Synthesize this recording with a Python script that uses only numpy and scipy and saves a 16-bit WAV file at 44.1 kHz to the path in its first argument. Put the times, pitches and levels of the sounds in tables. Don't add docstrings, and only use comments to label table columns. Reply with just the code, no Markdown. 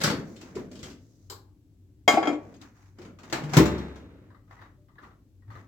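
import sys
import numpy as np
from scipy import signal
from scipy.fft import rfft, irfft
from scipy.io import wavfile
from scipy.ndimage import uniform_filter1d

SR = 44100
rng = np.random.default_rng(int(sys.argv[2]) if len(sys.argv) > 2 else 0)


def transcribe(u):
    v = np.clip(np.atleast_2d(u).T, -1, 1)
    q = np.round(v * 32767).astype(np.int16)
    wavfile.write(sys.argv[1], SR, q)


def volts(x):
    e = np.asarray(x, float) / 20
    return 10 ** e


N = 250047

# pitch in Hz, level in dB per Hz.
AIR_COLOUR = [(20, -28), (34, -12), (70, -21), (101, 1), (126, -10), (233, -17), (292, -13.5), (317, -19.5),
              (419, -28), (1180, -45), (6650, -46.5), (15800, -49)]
# pitch in Hz, width in Hz, level in dB.
HUM_LINES = [(50, 11, -10), (64.5, 9.8, -11), (96, 7, -0.5), (290, 54, -10), (376, 14, -23),
             (1140, 12, -45.5), (2750, 20, -52.5)]
# pitch in Hz, left-right likeness from 0 to 1.
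PORT_LIKENESS = [(60, 1), (180, 0.93), (400, .9), (700, 0.51), (1650, 0.18), (5000, 0.), (15000, 0.24)]

# start in seconds, hold in seconds, effort in dB, brightness in dB, low drag in dB.
RUB_STROKES = [(0.186, .01, -49, -9.5, -37), (0.271, .08, -61.5, 0, -46.5), (.412, .1, -55, -8, -49),
               (0.57, .02, -47, -12, -35.5), (0.722, .09, -61.5, -1, -46), (0.848, .03, -51.5, -2.5, -49.5),
               (1.02, .24, -82, 11, -66), (2.43, .11, -61, -10, -48), (2.628, .02, -53, -9, -61),
               (2.76, .11, -64, -6, -74), (2.994, .1, -60, -12.5, -47), (3.238, .07, -54, -10, -49),
               (3.359, .005, -39.5, -15.5, -37), (3.409, .1, -50.5, -14.5, -39),
               (3.545, .02, -35, -7.5, -37.5), (4.1, .18, -66, -28, -57), (4.521, .02, -57, -13, -60.5),
               (4.617, .03, -58, -18, -60), (5.029, .03, -56.5, -14.5, -54.5), (5.52, .08, -58, -12, -55)]
# start in seconds, hold in seconds, effort in dB,
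# brightness in dB, low drag in dB.
DOOR_SHIVER = (3.7, .03, -39.5, -20, -35)
# pitch in Hz, level in dB per Hz.
RUB_BODY = [(400, -31), (700, 7.5), (1300, 7.5), (2200, 2.5), (3000, -6.5), (15500, -38)]
# pitch in Hz, level in dB per Hz.
RUB_HISS = [(2200, -29), (3500, 0.5), (6500, 10), (9000, -5.5), (13000, -7), (15500, -4)]
# pitch in Hz, level in dB per Hz.
RUB_DRAG = [(60, -29), (130, 0.5), (280, 4.5), (400, -4.5), (600, -7), (1000, -50.5)]

# start in seconds, peak in dB, pitch in Hz, time to fall 60 dB in seconds.
SOFT_PUSHES = [(0.031, -26, 152.5, 0.48), (.075, -43.5, 4493, .4), (.56, -24, 397, .08),
               (0.58, -33.5, 361, 0.21), (0.567, -45, 996, 0.097), (.836, -49, 3150, .12),
               (1.31, -45, 386, 0.19), (2.077, -11, 711, .05), (2.172, -10, 701, 0.021),
               (2.179, -12.5, 781.5, 0.045), (2.175, -18, 323, 0.17), (2.271, -22, 300, 0.21),
               (2.323, -23, 300, 0.23), (2.563, -56, 6500, .03), (2.991, -38.5, 356, 0.11),
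               (3.43, -29, 151.2, 0.33), (3.518, -27, 152, 0.23), (3.5655, -5, 153.8, 0.11),
               (3.581, -19, 144, .09), (3.601, -12.5, 323, .27), (4.775, -67, 590, .45),
               (5.422, -67, 1900, .09), (4.981, -45, 1700, 0.047), (5.47, -40, 106.7, .5),
               (5.549, -38.5, 103.3, 0.35)]

# start in seconds, peak in dB, ring over rattle in dB,
# hardness in dB gained over four octaves, decay factor.
CUTLERY_HITS = [(0.003, -32, -12, 5, 0.9), (0.013, -22.5, -6.5, 6.5, 1), (0.036, -14.5, -7, 10, 0.96),
                (0.043, -14, 4, 7.5, 0.69), (0.074, -18, -10.5, -3, 0.9), (0.099, -17, -3, -5.5, 0.87)]
# start in seconds, peak in dB, ring over rattle in dB,
# hardness in dB gained over four octaves, decay factor.
LET_GO_HITS = [(2.54, -45, 3.5, 0.5, .8), (2.614, -36.5, 8.7, 9.7, .46)]
# start in seconds, peak in dB, ring over rattle in dB,
# hardness in dB gained over four octaves, decay factor.
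TAP_HITS = [(1.299, -27, 6, 8, 0.95), (1.319, -38.5, -5.5, 2.1, .6)]
# start in seconds, peak in dB, ring over rattle in dB,
# hardness in dB gained over four octaves, decay factor.
BOWL_HITS = [
    (2.078, 4, 16.6, 5, 1),
    (2.139, -7.5, 9.4, -8, 0.53),
    (2.172, -13.5, 11, -8.5, 1),
    (2.228, -11.5, 12, -9, 0.72),
    (2.254, -17.5, 8, -5.5, 0.6),
    (2.272, -7, 12, -8, 0.88),
    (2.329, -23.5, 14, -3, 0.88),
]
# start in seconds, peak in dB, ring over rattle in dB,
# hardness in dB gained over four octaves, decay factor.
SLAM_HITS = [
    (3.568, -4.5, -3.5, 12, .9),
    (3.585, -6, 7, -5, 1),
]
# start in seconds, peak in dB, ring over rattle in dB.
COUNTER_HITS = [(0.363, -44.5, -15), (0.412, -40.5, -13.5), (0.553, -36, -3), (0.714, -43, -12),
                (0.754, -41.5, -8.5), (0.791, -40, -3), (0.829, -33, -12), (0.899, -41, -19)]
# start in seconds, peak in dB, ring over rattle in dB.
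DOOR_HITS = [(2.9853, -47.5, -13), (3.016, -46, -10), (3.0494, -45, -8.5), (3.1872, -45.5, -12),
             (3.232, -42.5, -1), (3.2984, -42, -11), (3.3255, -15, 3), (3.4359, -38, -5), (3.4946, -37, -2),
             (3.5344, -19.5, -10.5), (3.6548, -23.5, -8.5), (3.7794, -38, -7.5), (3.8821, -48, 6),
             (3.9579, -45, -3)]
# start in seconds, peak in dB, ring over rattle in dB.
DIAL_HITS = [(4.303, -52, -6), (4.346, -50, -2), (4.477, -60, -1), (4.509, -45, -11), (4.567, -51, -11.5),
             (4.591, -44, 2), (4.615, -44, -8), (4.655, -49.5, 1), (4.885, -57, -14), (4.955, -56, -6),
             (4.984, -44.5, -3.5), (5.033, -42, -5), (5.106, -55, -2), (5.422, -57, 8), (5.479, -55, 0.5),
             (5.503, -43.5, -12), (5.553, -37, 3), (5.583, -42.5, 9.5)]

# pitch in Hz, level in dB, time to fall 60 dB in seconds.
CUTLERY_RING = [(220, -9.5, .3), (571, -6.5, .1), (1389, -3, .15), (3100, -1, 0.08), (4560, -11, .25),
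                (4490, -2.5, 0.26)]
# pitch in Hz, level in dB, time to fall 60 dB in seconds.
COUNTER_RING = [(300, 17, 0.34), (353, -15, 0.12), (800, -3, 0.2), (1320, -12, 0.075), (5110, -14, .05)]
# pitch in Hz, level in dB, time to fall 60 dB in seconds.
TAP_RING = [(990, -9, 0.08), (3100, 0.5, 0.07), (4200, -2, 0.06), (5230, 5, 0.057), (7100, -9.5, .05)]
BOWL_HZ = [245, 300, 447, 597, 661, 712, 803, 1126, 1269, 1341, 1577, 1740, 2060, 2153, 2380, 2570, 3240,
           4938, 5663, 6002, 6476, 6900, 7564, 8177, 9830, 11680, 12100, 12380, 14150, 14850]
# level in dB, time to fall 60 dB in seconds.
BOWL_RING = [(-12, 0.18), (-14, 0.5), (-21, 0.46), (-14.5, 0.22), (-5, 0.1), (2, 0.11), (0, .12),
             (-6.5, 0.55), (-13.5, 0.31), (-5, .15), (-19.5, .12), (-12.5, .1), (-20, 0.42), (-1, 0.12),
             (-18, 0.42), (-14.5, 0.072), (-4, 0.14), (-13.5, 0.2), (-27, 0.11), (-23.5, 0.16), (-27, 0.22),
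             (-15, 0.17), (-26, .3), (-27, .25), (-30.5, 0.22), (-36, 0.26), (-32, .18), (-31, .22),
             (-29.5, .17), (-34, .17)]
# pitch in Hz, level in dB, time to fall 60 dB in seconds.
DOOR_RING = [(136.2, 0.5, 0.44), (210, -13.5, 0.28), (323, 8, 0.25), (367, -9, 0.091), (808, -7.5, .1),
             (1170, -21, .08), (1700, -6.5, 0.16)]
# pitch in Hz, level in dB, time to fall 60 dB in seconds.
SLAM_RING = [(70, -6, 1.06), (130, -11, 0.7), (208, 4, 0.24), (282, -7.5, 0.28), (400, -2, 0.13),
             (463, -21, 1.1), (592, -12.5, 0.58), (873, -12.5, 0.67), (1000, 0.5, 0.056), (2790, -26, 0.95),
             (3230, -36, 0.9), (3810, -18, 1.05)]
# pitch in Hz, level in dB, time to fall 60 dB in seconds.
DIAL_RING = [(1170, -6, 0.05), (1240, -9, 0.074), (1525, -16, .05), (1934, -7, 0.094)]

# pitch in Hz, level in dB per Hz.
CUTLERY_WASH = [(60, -21.5), (110, -14.5), (200, -2.5), (570, -10.5), (750, -15.5), (1420, -14),
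                (2200, -13), (2800, -20), (4520, -17.5), (9500, -31), (15500, -41.5)]
# pitch in Hz, level in dB per Hz.
COUNTER_WASH = [(35, -41), (60, -7.5), (327, -2), (376, -13.5), (810, -26.5), (3120, -20.5), (7540, -25.5),
                (9300, -38), (15500, -46)]
# pitch in Hz, level in dB per Hz.
TAP_WASH = [(120, -44), (200, -15), (385, -6.5), (742, -19.5), (798, -10), (1050, -10.5), (2500, -27),
            (4260, -14), (6240, -23.5), (7760, -16), (9310, -34.5), (12700, -24), (15500, -33)]
# pitch in Hz, level in dB per Hz.
BOWL_WASH = [(100, -41), (300, -9), (500, -14.5), (750, -4.5), (1000, -18.5), (2300, -17), (2900, -27),
             (6700, -32), (8800, -49.5), (15500, -56)]
# pitch in Hz, level in dB per Hz.
DOOR_WASH = [(35, -35.5), (60, -23.5), (335, -1.5), (475, -5), (1230, -7), (3580, -17.5), (7030, -20),
             (9510, -35), (15500, -39)]
# pitch in Hz, level in dB per Hz.
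SLAM_WASH = [(53, -58.5), (95, -25), (145, -2), (254, -13.5), (322, -1.5), (436, -18.5), (799, -22.5),
             (2160, -27.5), (2570, -33.5), (6950, -39), (9610, -52), (15800, -52.5)]
# pitch in Hz, level in dB per Hz.
DIAL_WASH = [(240, -49), (400, -11.5), (1000, -4.5), (1170, 2), (1490, -9), (1990, -3.5), (2280, -30),
             (3680, -21), (6990, -41), (15500, -40)]
# pitch in Hz, time to fall 60 dB in seconds.
WASH_T60 = [(100, 0.75), (300, 0.6), (1000, 0.46), (3000, 0.34), (8000, 0.26), (15000, .3)]


def evened(x):
    return x / np.sqrt(np.mean(x ** 2) + 1e-20)


def colour_db(points, hz):
    f, db = np.transpose(points)
    return np.interp(np.log(hz + 1), np.log(f + 1), db, left=db[0] - 20)


def between(points, hz):
    f, value = np.transpose(points)
    return np.interp(np.log(hz + 1), np.log(f), value)


def octaves(hz):
    return np.log2(np.maximum(hz, 50) / 1000)


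def add(mix, s, sound):
    part = mix[:, round(s * SR):][:, :sound.shape[1]]
    part += sound[:, :part.shape[1]]


def noise(count, size, level_db):
    frames = 4 * count // size + 6
    hz = np.fft.rfftfreq(size, 1 / SR)[:, None]
    a, b, c, d = rng.standard_normal((frames, len(hz), 4)).T
    left, other = a + 1j * b, c + 1j * d
    same = np.clip(between(PORT_LIKENESS, hz), -1, 1)
    right = same * left + np.sqrt(1 - same ** 2) * other
    s = np.arange(frames) * size / 4 / SR
    spectra = np.array([left, right]) * volts(level_db(hz, s))
    return signal.istft(spectra, nperseg=size, noverlap=3 * size // 4)[1][:, :count]


def kitchen():
    def hum_db(hz, s):
        power = 0
        for centre, width, db in HUM_LINES:
            power = power + volts(db) / (1 + (2 * (hz - centre) / width) ** 2) / np.sqrt(width)
        return 20 * np.log10(power)

    air = volts(-60) * evened(noise(N, 2048, lambda hz, s: colour_db(AIR_COLOUR, hz)))
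    hum = volts(-58) * evened(noise(N, 16384, hum_db))
    return (air + hum) * volts([[1.2], [-1.2]])


def strokes(rows, fade_db_per_s):
    rise_db_per_s = 520
    t = np.arange(0, N + 64, 64) / SR
    s, hold, db = np.transpose(rows)[:, :, None]
    before = np.maximum(s - t, 0)
    after = np.maximum(t - s - abs(hold), 0)
    lost_db = rise_db_per_s * before + fade_db_per_s * after
    power = (volts(db - lost_db) ** 2).sum(0)
    return np.interp(np.arange(N) / SR, t, power)


def rubbing():
    def layer(colour):
        return evened(noise(N, 512, lambda hz, s: colour_db(colour, hz)))

    def level(pick, fade_db_per_s, shiver_db_per_s):
        hand = strokes([pick(*row) for row in RUB_STROKES], fade_db_per_s)
        door = strokes([pick(*DOOR_SHIVER)], shiver_db_per_s)
        return np.sqrt(hand + door)

    slips = volts(1.5 * evened(uniform_filter1d(rng.standard_normal(N), 180)))
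    body = level(lambda s, hold, effort, bright, drag: (s, hold, effort), 170, 61)
    hiss = level(lambda s, hold, effort, bright, drag: (s, hold, effort + bright), 170, 61)
    drag = level(lambda s, hold, effort, bright, drag: (s, hold, drag), 89, 42)
    grainy = slips * (body * layer(RUB_BODY) + hiss * layer(RUB_HISS))
    return volts(-2.5) * (grainy + drag * layer(RUB_DRAG))


def thud(s, peak_db, hz, t60):
    t = np.arange(int(t60 * SR)) / SR
    swell_s = 0.0022 + 1.1 / hz
    swell = (1 - np.exp(-(t / swell_s) ** 2)) * volts(-60 * t / t60)
    tone = swell / swell.max() * np.sin(2 * np.pi * hz * t)
    return s, volts(peak_db) * tone * volts([[1.3], [-1.3]])


def walls(x):
    echo_db, echo_t60 = -10, 0.22
    at = np.arange(60, 12000, 24) + rng.integers(0, 24, (3, 498))
    echoes = rng.choice([-1., 1.], at.shape) * volts(-60 * at / SR / echo_t60)
    taps = np.zeros((3, 12100))
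    np.put_along_axis(taps, at, echoes, 1)
    taps = taps[:2] + 0.7 * taps[2]
    no_bass = signal.butter(2, 220, "high", fs=SR, output="sos")
    taps = signal.sosfilt(no_bass, taps / np.linalg.norm(taps[0]))
    return x + volts(echo_db) * signal.oaconvolve(x, taps, axes=1)[:, :N]


def knock(row, pan_db, modes, wash, crack_db, seconds):
    s, peak_db, ring_db, hard_db, decay = row
    decay = max(decay, 0.1)
    t = np.arange(int(seconds * SR)) / SR
    panels_db = 3.5 * rng.standard_normal((257, 1))

    def rattle_db(hz, s):
        start_db = colour_db(wash, hz) + panels_db + hard_db / 4 * octaves(hz)
        return start_db - 60 * s / (between(WASH_T60, hz) * decay)

    rattle = noise(len(t), 512, rattle_db)
    start_level = np.sqrt(np.mean(rattle[:, :900] ** 2))
    crack = volts(crack_db) * np.exp(-t / 0.0005)
    rattle *= (1 + crack + 0.48 * np.exp(-t / 0.021)) / start_level

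    hz, db, ring_s = np.transpose(modes)[:, :, None]
    skew, spot = rng.uniform(-1, 1, (2, *hz.shape))
    skew = np.sign(skew) * np.minimum(hz / 1500, 1) * 0.65
    size = volts(db + hard_db / 4 * octaves(hz) + 1.5 * spot)
    size = volts(ring_db) * size / np.linalg.norm(size)
    size = size * volts(-60 * t / (ring_s * decay))
    ring = np.array([(size * np.sin(2 * np.pi * hz * t + side * skew)).sum(0) for side in (1, -1)])

    gain = volts(peak_db - 9.5) / np.hypot(1, volts(ring_db))
    gain = gain * volts([[pan_db / 2], [-pan_db / 2]]) * (1 - np.exp(-t / 0.00076))
    return s, gain * rattle, gain * ring


def knocks():
    bowl_modes = np.column_stack([BOWL_HZ, BOWL_RING])
    # hits, light touch (hardness in dB, decay factor), left over right in dB,
    # ringing modes, wash, crack in dB, length in seconds.
    bodies = [(CUTLERY_HITS, (), 2.2, CUTLERY_RING, CUTLERY_WASH, 1.5, 0.5),
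              (COUNTER_HITS, (3.8, 1), 2.2, COUNTER_RING, COUNTER_WASH, 3, 0.4),
              (LET_GO_HITS, (), 6, COUNTER_RING, COUNTER_WASH, 3, 0.4),
              (TAP_HITS, (), 3.8, TAP_RING, TAP_WASH, 6, 0.4),
              (BOWL_HITS, (), 4, bowl_modes, BOWL_WASH, 6, 0.55),
              (DOOR_HITS, (4.4, 0.92), 2.8, DOOR_RING, DOOR_WASH, 4, 0.4),
              (SLAM_HITS, (), 2.5, SLAM_RING, SLAM_WASH, 3, 0.9),
              (DIAL_HITS, (2.8, 0.77), 4, DIAL_RING, DIAL_WASH, 7, 0.3)]
    rattles, rings = np.zeros((2, 2, N))
    for hits, touch, *body in bodies:
        for row in hits:
            s, rattle, ring = knock((*row, *touch), *body)
            add(rattles, s, rattle)
            add(rings, s, ring)
    for push in SOFT_PUSHES:
        add(rings, *thud(*push))
    no_rumble = signal.butter(3, 52, "high", fs=SR, output="sos")
    return signal.sosfilt(no_rumble, rattles + walls(rings))


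def scene():
    return knocks() + kitchen() + rubbing()


def roll_off(x):
    return signal.sosfilt(signal.butter(12, 16590, fs=SR, output="sos"), x)


def record(dry):
    dry = np.array([np.roll(dry[0], 2), dry[1]])
    notch_hz, width_hz, notch_db = 9400, 540, -15.5
    hz = np.fft.rfftfreq(N, 1 / SR)
    notch = volts(notch_db * np.exp(-((hz - notch_hz) / width_hz) ** 2))
    port = irfft(rfft(dry) * notch, N)
    port = port / (1 + (port / 0.95) ** 12) ** (1 / 12)
    return roll_off(port)


dry = scene()
out = record(dry)
transcribe(out)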